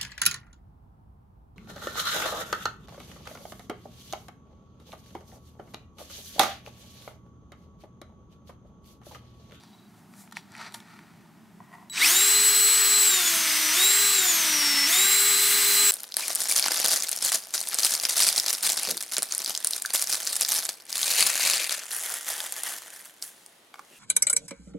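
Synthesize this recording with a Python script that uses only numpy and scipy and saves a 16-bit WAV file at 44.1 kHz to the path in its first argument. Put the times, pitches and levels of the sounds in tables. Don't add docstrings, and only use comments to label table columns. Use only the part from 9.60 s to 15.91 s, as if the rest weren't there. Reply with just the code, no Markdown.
import sys
import numpy as np
from scipy import signal
from scipy.fft import rfft, irfft
from scipy.io import wavfile
from scipy.ndimage import uniform_filter1d

SR = 44100
rng = np.random.default_rng(int(sys.argv[2]) if len(sys.argv) > 2 else 0)


def generate_wav(sig):
    pcm = np.round(np.clip(np.atleast_2d(sig).T, -1, 1) * 32767).astype(np.int16)
    wavfile.write(sys.argv[1], SR, pcm)


N = 278271
T = np.arange(N) / SR

# f/Hz, relative level/dB per Hz
GARAGE_COLOUR = [(13, -64), (22, -34), (43, -31), (108, -8.5), (138, -8), (198, -6.5), (306, -8.5),
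                 (502, -14.5), (758, -14.5), (2090, -25.5), (2400, -27.5), (3330, -29), (3820, -31),
                 (4150, -32), (15500, -37)]
# f/Hz, width/Hz, level/dB
GARAGE_HUMS = [(112, 24, -70), (168, 14, -65), (199.4, 10.7, -61.5), (227, 12.6, -63)]
RUMBLE_DB = -59

# start t/s, level/dB
CRICKET_CHIRPS = [(.13, -61), (.18, -63), (.215, -67), (.25, -68)]
CRICKET_HZ, CHIRP_S = 3910, 0.024

# f/Hz, relative level/dB, time to fall 60 dB/s
CHUCK_MODES = [(936, 0.5, 0.032), (1404, 7.5, 0.0086), (1860, 2, 0.015), (2230, 12, 0.0034),
               (3050, -15, .015)]
# f/Hz, relative level/dB, time to fall 60 dB/s
JAW_MODES = [(3520, -4, 0.0038), (4050, 0, 0.0042), (4600, -5, 0.006), (5650, -11, 0.013),
             (7160, -8, 0.002)]
# f/Hz, relative level/dB, time to fall 60 dB/s
PANEL_MODES = [(733, -0.5, 0.083), (996, 11, 0.016), (1400, -3, 0.012), (1920, 4, 0.018), (2550, -17, .012)]
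# loudest t/s, swell/s, fade/s, scrape level/dB, steel jaws level/dB,
# skin and cloth hiss level/dB
HAND_RUBS = [(0.0, .02, 0.37, -81, -60.5, -81), (.39, .15, .12, -73, -76, -66),
             (.61, 0.11, 0.076, -59, -64, -51.5), (.77, 0.025, 0.05, -55, -46.5, -54),
             (1.02, .13, .12, -42, -49, -64), (1.08, .1, 0.021, -47, -49.5, -71),
             (1.155, 0.04, 0.061, -50.5, -58, -50.5), (1.3, .3, 0.56, -55, -65, -69),
             (2.03, .05, 0.39, -58, -84, -73), (2.141, 0.038, 0.047, -45, -75, -64),
             (2.22, 0.23, .08, -54.5, -80, -69)]
# scrape level/dB, steel level/dB, hiss level/dB
HOLDING_DB = (-77, -100, -79.5)
RUB_SPAN_DB = 20
TIP_ON_PANEL_S = 1.97
# t/s, body peak level/dB, treble crack peak level/dB, contact/ms, share on the panel (0-1)
CONTACTS = [(0.036, -39.5, -41, 0.57, 0.4), (0.146, -50, -70, 4.2, 0.9), (.537, -44, -49, 2.3, 0),
            (.634, -50, -66, 5, 0.9), (.675, -44, -57, 2.5, 0.1), (.712, -52, -43, 1.2, 0),
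            (.722, -36, -37, 5, 0), (0.7693, -20, -31, 0.68, 0.23), (.92, -51, -40, .5, 0.1),
            (.952, -31, -42, .6, 0), (.966, -36, -37, 0.26, 0), (.978, -48, -39, .4, 0),
            (.997, -41, -43, .6, 0), (1.123, -41, -36, 0.65, 0.2), (1.141, -31.5, -28.5, 6.8, 0),
            (1.202, -49, -38, 2.8, 0.1), (1.39, -38, -49, 2.1, 0.14), (2.003, -35.5, -64, .8, 1),
            (2.124, -45, -60, 2.3, 0.7), (2.226, -44, -66, 1.1, 1), (2.298, -50, -39, 2, 0)]

# t/s, level/dB
WHISTLE_LEVEL = [(2.298, -43), (2.33, -38), (2.36, -39.5), (2.39, -32), (2.43, -34)]
WHISTLE_HZ = 3932
WHISTLE_MULTIPLE_DB = [-4, 2, -10, -10]
WHISTLE_DULL_DB_PER_S = 120
WHISTLE_WAVER_DB = 1.5

# start t/s, speed it heads for f/Hz, time constant/s
SHAFT_GLIDES = [(2.306, 410.3, 0.073), (3.284, 407.4, 0.003), (3.467, 302.7, 0.224), (4.125, 405.7, 0.074),
                (4.546, 267.4, 0.289), (5.181, 288.4, 0.071), (5.261, 405.8, 0.086), (6.175, 403.7, 0.138)]
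MAX_CLIMB_HZ_PER_S = 1800
FULL_HZ = 415
GEAR_RATIO, BITE_S = 17.4, 5.065

MAIN_MULTIPLES = (1, 2, 10, 19, 38)
FAN_MULTIPLE = MAIN_MULTIPLES[3]
# full-speed level before the housing/dB, tilt/dB per octave of speed,
# rise under strain/dB, waver/dB
MAIN_TONES = [(-42.5, -1.5, -4, 1.5), (-44, 4.5, 3, 1.5), (-30.5, 2.5, 3, 1.8), (-27, 7.5, 6.5, 1.25),
              (-41.5, 0, 1, 4.5)]
# f/Hz, gain/dB
HOUSING_GAIN = [(150, -21), (250, -28), (285, -1.5), (320, -4.5), (350, -5.5), (390, 1.5), (420, -0.3),
                (515, -11), (570, -3), (700, -2), (760, -0.5), (830, -14.5), (1500, -8), (2000, 5),
                (2600, 10.5), (2760, -12), (3300, -18), (3430, -5), (3800, 3), (4100, -1), (4900, -2),
                (5400, 5), (6000, -2), (6250, -4), (6550, -2.5), (6850, -9), (7200, 3.5), (7800, 3.5),
                (8300, 0.1), (10800, -11), (11500, 0.1), (12200, -3), (12800, 0), (13600, 0), (14400, 2),
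                (15200, 5.5), (15800, -4)]
PEAK_MULTIPLES = (7, 20)
# best level/dB, best pitch f/Hz, loss/dB per octave off it, least level/dB,
# swing per chuck turn/dB, waver/dB
PEAK_TONES = [(-38.5, 1990, 70, -45, 3.4, 1.2), (-32.5, 6840, 70, -42, -1, 4)]
# shaft multiple, full-speed level/dB
WEAK_TONES = [(3.023, -46.5), (4, -46), (8.91, -46), (11.91, -44.5), (13.9, -47.5), (12.98, -47.5),
              (15.93, -43.5), (17.05, -44.5), (18.4, -49), (4.96, -53.5), (20.7, -53), (22.6, -45),
              (29.6, -42.5)]
WEAK_DB_PER_OCTAVE = 6
TONE_KNEE_HZ, TONE_DB_PER_OCTAVE = 204, 20

# f/Hz, relative level/dB per Hz
RATTLE_COLOUR = [(30, -90), (150, -61), (250, -18), (318, -12.5), (529, -15.5), (615, -20), (747, -15),
                 (1260, -6), (2070, -3.5), (4130, -4.5), (5570, -4), (6870, -9), (9000, -7), (11700, -75),
                 (19800, -120)]
RATTLE_DB, RATTLE_SURGE_DB = -27.5, 3.5
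RATTLE_KNEE_HZ, RATTLE_DB_PER_OCTAVE = 262, 7.5
# f/Hz, relative level/dB per Hz
AIR_COLOUR = [(1500, -30.5), (3000, -11), (4500, -14), (6700, -12.5), (7700, 0.5), (9000, 1.5),
              (11000, -1.5), (13000, -0.5), (16000, -6)]
AIR_DB_PER_OCTAVE, AIR_SURGE_DB = 12, 6.5
STRAIN_LAG_S = 0.034
BLADE_HISS_DB, BLADE_HISS_HZ = -38, 500
# t/s, air hiss full-speed level/dB, bit chatter level/dB, fan tone change/dB
SLOW_DRIFT = [(2.36, -29, -52, 0), (2.45, -23.5, -45, -1.5), (2.57, -25, -42, 1), (2.75, -24.5, -41, -0.5),
              (3.47, -25.5, -48, 1.5), (3.9, -24, -42.5, -4), (4.36, -25, -37.5, 0), (4.6, -26, -46, -1.5),
              (4.9, -24.5, -55, -0.5), (5.07, -25.5, -39, 1.5), (5.43, -24.5, -36, -1.5),
              (5.65, -25.5, -39, -2), (5.9, -24, -38, -5), (6.1, -24, -43, -6), (6.25, -24, -42, 0.5)]

# f/Hz, level under the centre/dB
ROOM_SIDE_COLOUR = [(100, -19), (300, -22), (520, -9), (1200, -18), (2400, -19), (4400, -16), (8000, -17),
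                    (13000, -14)]
# f/Hz, left minus right/dB
LEFT_MINUS_RIGHT = [(100, 3.5), (500, -1), (1200, 1), (2400, 0), (4400, 1), (8000, 2.5), (14000, -1.5)]
QUIET_LIFT_DB, LOUD_DB = 2.5, -17
TOP_HZ = 15720


def undb(db):
    return 10 ** (np.asarray(db) / 20)


def unit(x):
    return x / np.sqrt(np.mean(x ** 2))


def noise():
    return rng.standard_normal(N)


def colour(x, table, share=1):
    hz, db = np.transpose(table)
    f = np.arange(N // 2 + 1) * SR / N + 1
    gain = undb(share * np.interp(np.log(f), np.log(hz), db))
    return irfft(rfft(x) * gain, N)


def band(x, lo_hz, hi_hz):
    return signal.sosfilt(signal.butter(2, [lo_hz, hi_hz], "bandpass", fs=SR, output="sos"), x)


def ring(x, modes):
    out = 0
    for hz, db, t60 in modes:
        decay = np.exp(-np.log(1000) / (t60 * SR))
        angle = 2 * np.pi * hz / SR
        feedback = [1, -2 * decay * np.cos(angle), decay * decay]
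        out = out + undb(db) * signal.lfilter([0, np.sin(angle)], feedback, x)
    return out


def walk(rate):
    hold = int(SR / rate)
    steps = np.repeat(rng.standard_normal(N // hold + 1), hold)
    smooth = uniform_filter1d(uniform_filter1d(steps, hold), hold)
    return unit(smooth[:N])


def grit(rate, scatter_db):
    hits = rng.random(N) < rate / SR
    size = undb(scatter_db * np.minimum(rng.exponential(size=N), 4))
    return unit(hits * noise() * size)


def curves(table):
    s, *columns = np.transpose(table)
    return [np.interp(T, s, c) for c in columns]


def garage():
    def field():
        hums = sum(undb(db) * unit(band(noise(), f - width / 2, f + width / 2))
                   for f, width, db in GARAGE_HUMS)
        return undb(RUMBLE_DB) * unit(colour(noise(), GARAGE_COLOUR)) + hums
    difference = undb(-12.5) * np.array([[1], [-1]]) * field()
    return field() + difference


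def cricket():
    half = CHIRP_S / 2
    gate = sum(undb(db) * np.exp(-((T - s - half) / half) ** 4) for s, db in CRICKET_CHIRPS)
    return gate * np.sin(2 * np.pi * CRICKET_HZ * T)


def hands():
    power = undb(HOLDING_DB)[:, None] ** 2
    for s, swell, fade, *db in HAND_RUBS:
        away = np.where(T < s, (s - T) / max(swell, 0.005), (T - s) / max(fade, 0.005))
        shape = undb(-RUB_SPAN_DB * np.minimum(away, 5))
        power = power + undb(db)[:, None] ** 2 * shape ** 2
    scrape, steel, skin = np.sqrt(power)
    slips = 0.84 * grit(600, 1.2) + noise()
    on_panel = np.clip((T - TIP_ON_PANEL_S) / 0.025, 0, 1)
    body = (1 - on_panel) * unit(ring(slips, CHUCK_MODES)) + on_panel * unit(ring(slips, PANEL_MODES))
    jaws = unit(ring(slips, JAW_MODES))
    hiss = unit(band(noise(), 5800, 18000))
    before_motor = T < SHAFT_GLIDES[0][0]
    return before_motor * (scrape * body + steel * jaws + skin * hiss)


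def knocks():
    out = np.zeros(N)
    t = np.arange(int(0.12 * SR)) / SR
    for s, db, crack_db, ms, panel in CONTACTS:
        push = rng.standard_normal(len(t)) * np.sqrt(t) * np.exp(-(1000 * t / max(ms, 0.2)) ** 2)
        panel = np.clip(panel, 0, 1)
        thud = 0.71 * band(push, 360, 1300)
        body = (1 - panel) * ring(push, CHUCK_MODES) + panel * ring(thud, PANEL_MODES)
        crack = band(push, 2400, 11000) + 0.14 * ring(push, JAW_MODES)
        start = int(s * SR)
        knock = undb(db) * body / np.abs(body).max()
        knock += undb(crack_db) * crack / np.abs(crack).max()
        out[start:start + len(t)] += knock
    return out


def whistle():
    start, end = WHISTLE_LEVEL[0][0], WHISTLE_LEVEL[-1][0]
    gate = (T > start) & (T < end)
    elapsed = np.clip(T - start, 0, 1)
    tones = 0
    for k, db in enumerate(WHISTLE_MULTIPLE_DB):
        level_db = db - k * WHISTLE_DULL_DB_PER_S * elapsed + WHISTLE_WAVER_DB * walk(60)
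        tones = tones + undb(level_db) * np.sin(2 * np.pi * (k + 1) * WHISTLE_HZ * T)
    return gate * undb(curves(WHISTLE_LEVEL)[0]) * tones


def speed():
    hz, now = np.zeros(N), 0
    ends = [row[0] for row in SHAFT_GLIDES[1:]] + [N / SR]
    for (s, goal, tau), end in zip(SHAFT_GLIDES, ends):
        elapsed = np.clip(T, s, end) - s
        ramp = max(goal - now - MAX_CLIMB_HZ_PER_S * tau, 0) / MAX_CLIMB_HZ_PER_S
        glide = now + MAX_CLIMB_HZ_PER_S * np.minimum(elapsed, ramp)
        glide = goal + (glide - goal) * np.exp(-np.maximum(elapsed - ramp, 0) / tau)
        hz = np.where(T >= s, glide, hz)
        now = glide[-1]
    return np.maximum(hz, 1)


def drill():
    hz = speed()
    air_db, chatter_db, fan_db = curves(SLOW_DRIFT)
    octaves = np.log2(hz / FULL_HZ)
    turn = 2 * np.pi * np.cumsum(hz) / SR
    bite = np.cos((turn - turn[int(BITE_S * SR)]) / GEAR_RATIO)
    climb = np.gradient(hz) * SR
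    racing = np.clip(np.abs(climb) / 500, 0, 1)
    keep = np.exp(-1 / (STRAIN_LAG_S * SR))
    strain = signal.lfilter([1 - keep], [1, -keep], np.clip(climb / MAX_CLIMB_HZ_PER_S, 0, 1))
    slow_db = TONE_DB_PER_OCTAVE * np.minimum(np.log2(hz / TONE_KNEE_HZ), 0)
    case_hz, case_db = np.transpose(HOUSING_GAIN)

    def tone(k, db, waver_db):
        level_db = db + waver_db * walk(30) + 2.8 * racing * (walk(90) - 0.5)
        phase = k * turn + 0.26 * walk(60) + 7 * rng.random()
        return np.sqrt(2) * undb(level_db) * np.sin(phase)

    tones = 0
    for k, (db, tilt_db, rise_db, waver_db) in zip(MAIN_MULTIPLES, MAIN_TONES):
        level_db = db + tilt_db * octaves + rise_db * strain + slow_db
        level_db += np.interp(np.log(k * hz), np.log(case_hz), case_db)
        if k == FAN_MULTIPLE:
            level_db += fan_db
        tones = tones + tone(k, level_db, waver_db)
    for k, (db, best_hz, loss_db, least_db, swing_db, waver_db) in zip(PEAK_MULTIPLES, PEAK_TONES):
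        peak_db = np.maximum(db - loss_db * np.abs(np.log2(k * hz / best_hz)), least_db)
        tones = tones + tone(k, peak_db + slow_db + swing_db * bite, waver_db)
    for k, db in WEAK_TONES:
        tones = tones + tone(k, db + WEAK_DB_PER_OCTAVE * octaves + slow_db, 2.5)

    teeth = (noise() + 0.5 * grit(4000, 2.6)) * (1 + 0.1 * np.cos(turn))
    rattle_db = RATTLE_DB + RATTLE_DB_PER_OCTAVE * np.minimum(np.log2(hz / RATTLE_KNEE_HZ), 0)
    rattle_db += RATTLE_SURGE_DB * strain + 0.26 * walk(14) + 0.1 * bite
    rattle = undb(rattle_db) * unit(colour(teeth, RATTLE_COLOUR))

    gusts = (noise() + 0.28 * grit(5500, 1.2)) * (1 + 0.17 * np.cos(turn))
    air_change_db = AIR_DB_PER_OCTAVE * octaves + AIR_SURGE_DB * strain
    air_db = air_db + air_change_db + 0.75 * walk(20) + 0.25 * bite
    air = undb(air_db) * unit(colour(gusts, AIR_COLOUR))
    wakes = unit(band(noise(), 51, BLADE_HISS_HZ)) * np.sin(FAN_MULTIPLE * turn)
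    air += undb(BLADE_HISS_DB + air_change_db) * wakes

    chatter = undb(chatter_db + 0.77 * bite) * unit(band(noise() + grit(900, 1.5), 1946, 2235))
    fade_in = np.clip((T - SHAFT_GLIDES[0][0]) / 0.033, 0, 1)
    return (tones + rattle + air + chatter) * fade_in


def room(x, t60_s=0.24, wet_db=-17):
    t = np.arange(int(0.3 * SR)) / SR
    tails = rng.standard_normal((2, len(t))) * np.exp(-np.log(1000) * t / t60_s) * (t > 0.002)
    tails = tails / np.sqrt((tails ** 2).sum(axis=1, keepdims=True))
    centre, side = signal.fftconvolve(x[None], tails, axes=1)[:, :N]
    side = colour(side * walk(14), ROOM_SIDE_COLOUR)
    return x + undb(wet_db) * centre + np.array([side, -side])


def scene():
    touches = band(hands() + knocks(), 770, 11800)
    left, right = room(drill() + whistle() + touches)
    near = np.array([colour(left, LEFT_MINUS_RIGHT, 0.5), colour(right, LEFT_MINUS_RIGHT, -0.5)])
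    return near + garage() + cricket()


def record(dry):
    power = signal.lfilter([0.0002], [1, 0.0002 - 1], dry.mean(axis=0) ** 2)
    loud = np.sqrt(power)
    heard = dry * undb(QUIET_LIFT_DB * (1 - np.clip(loud / undb(LOUD_DB), 0, 1)))
    heard = signal.lfilter(*signal.iirnotch(505, 2.5, fs=SR), heard)
    heard = signal.lfilter(*signal.butter(2, 30, "highpass", fs=SR), heard)
    return signal.sosfilt(signal.ellip(14, 0.3, 70, TOP_HZ, fs=SR, output="sos"), heard)


dry = scene()
out = record(dry)
generate_wav(out)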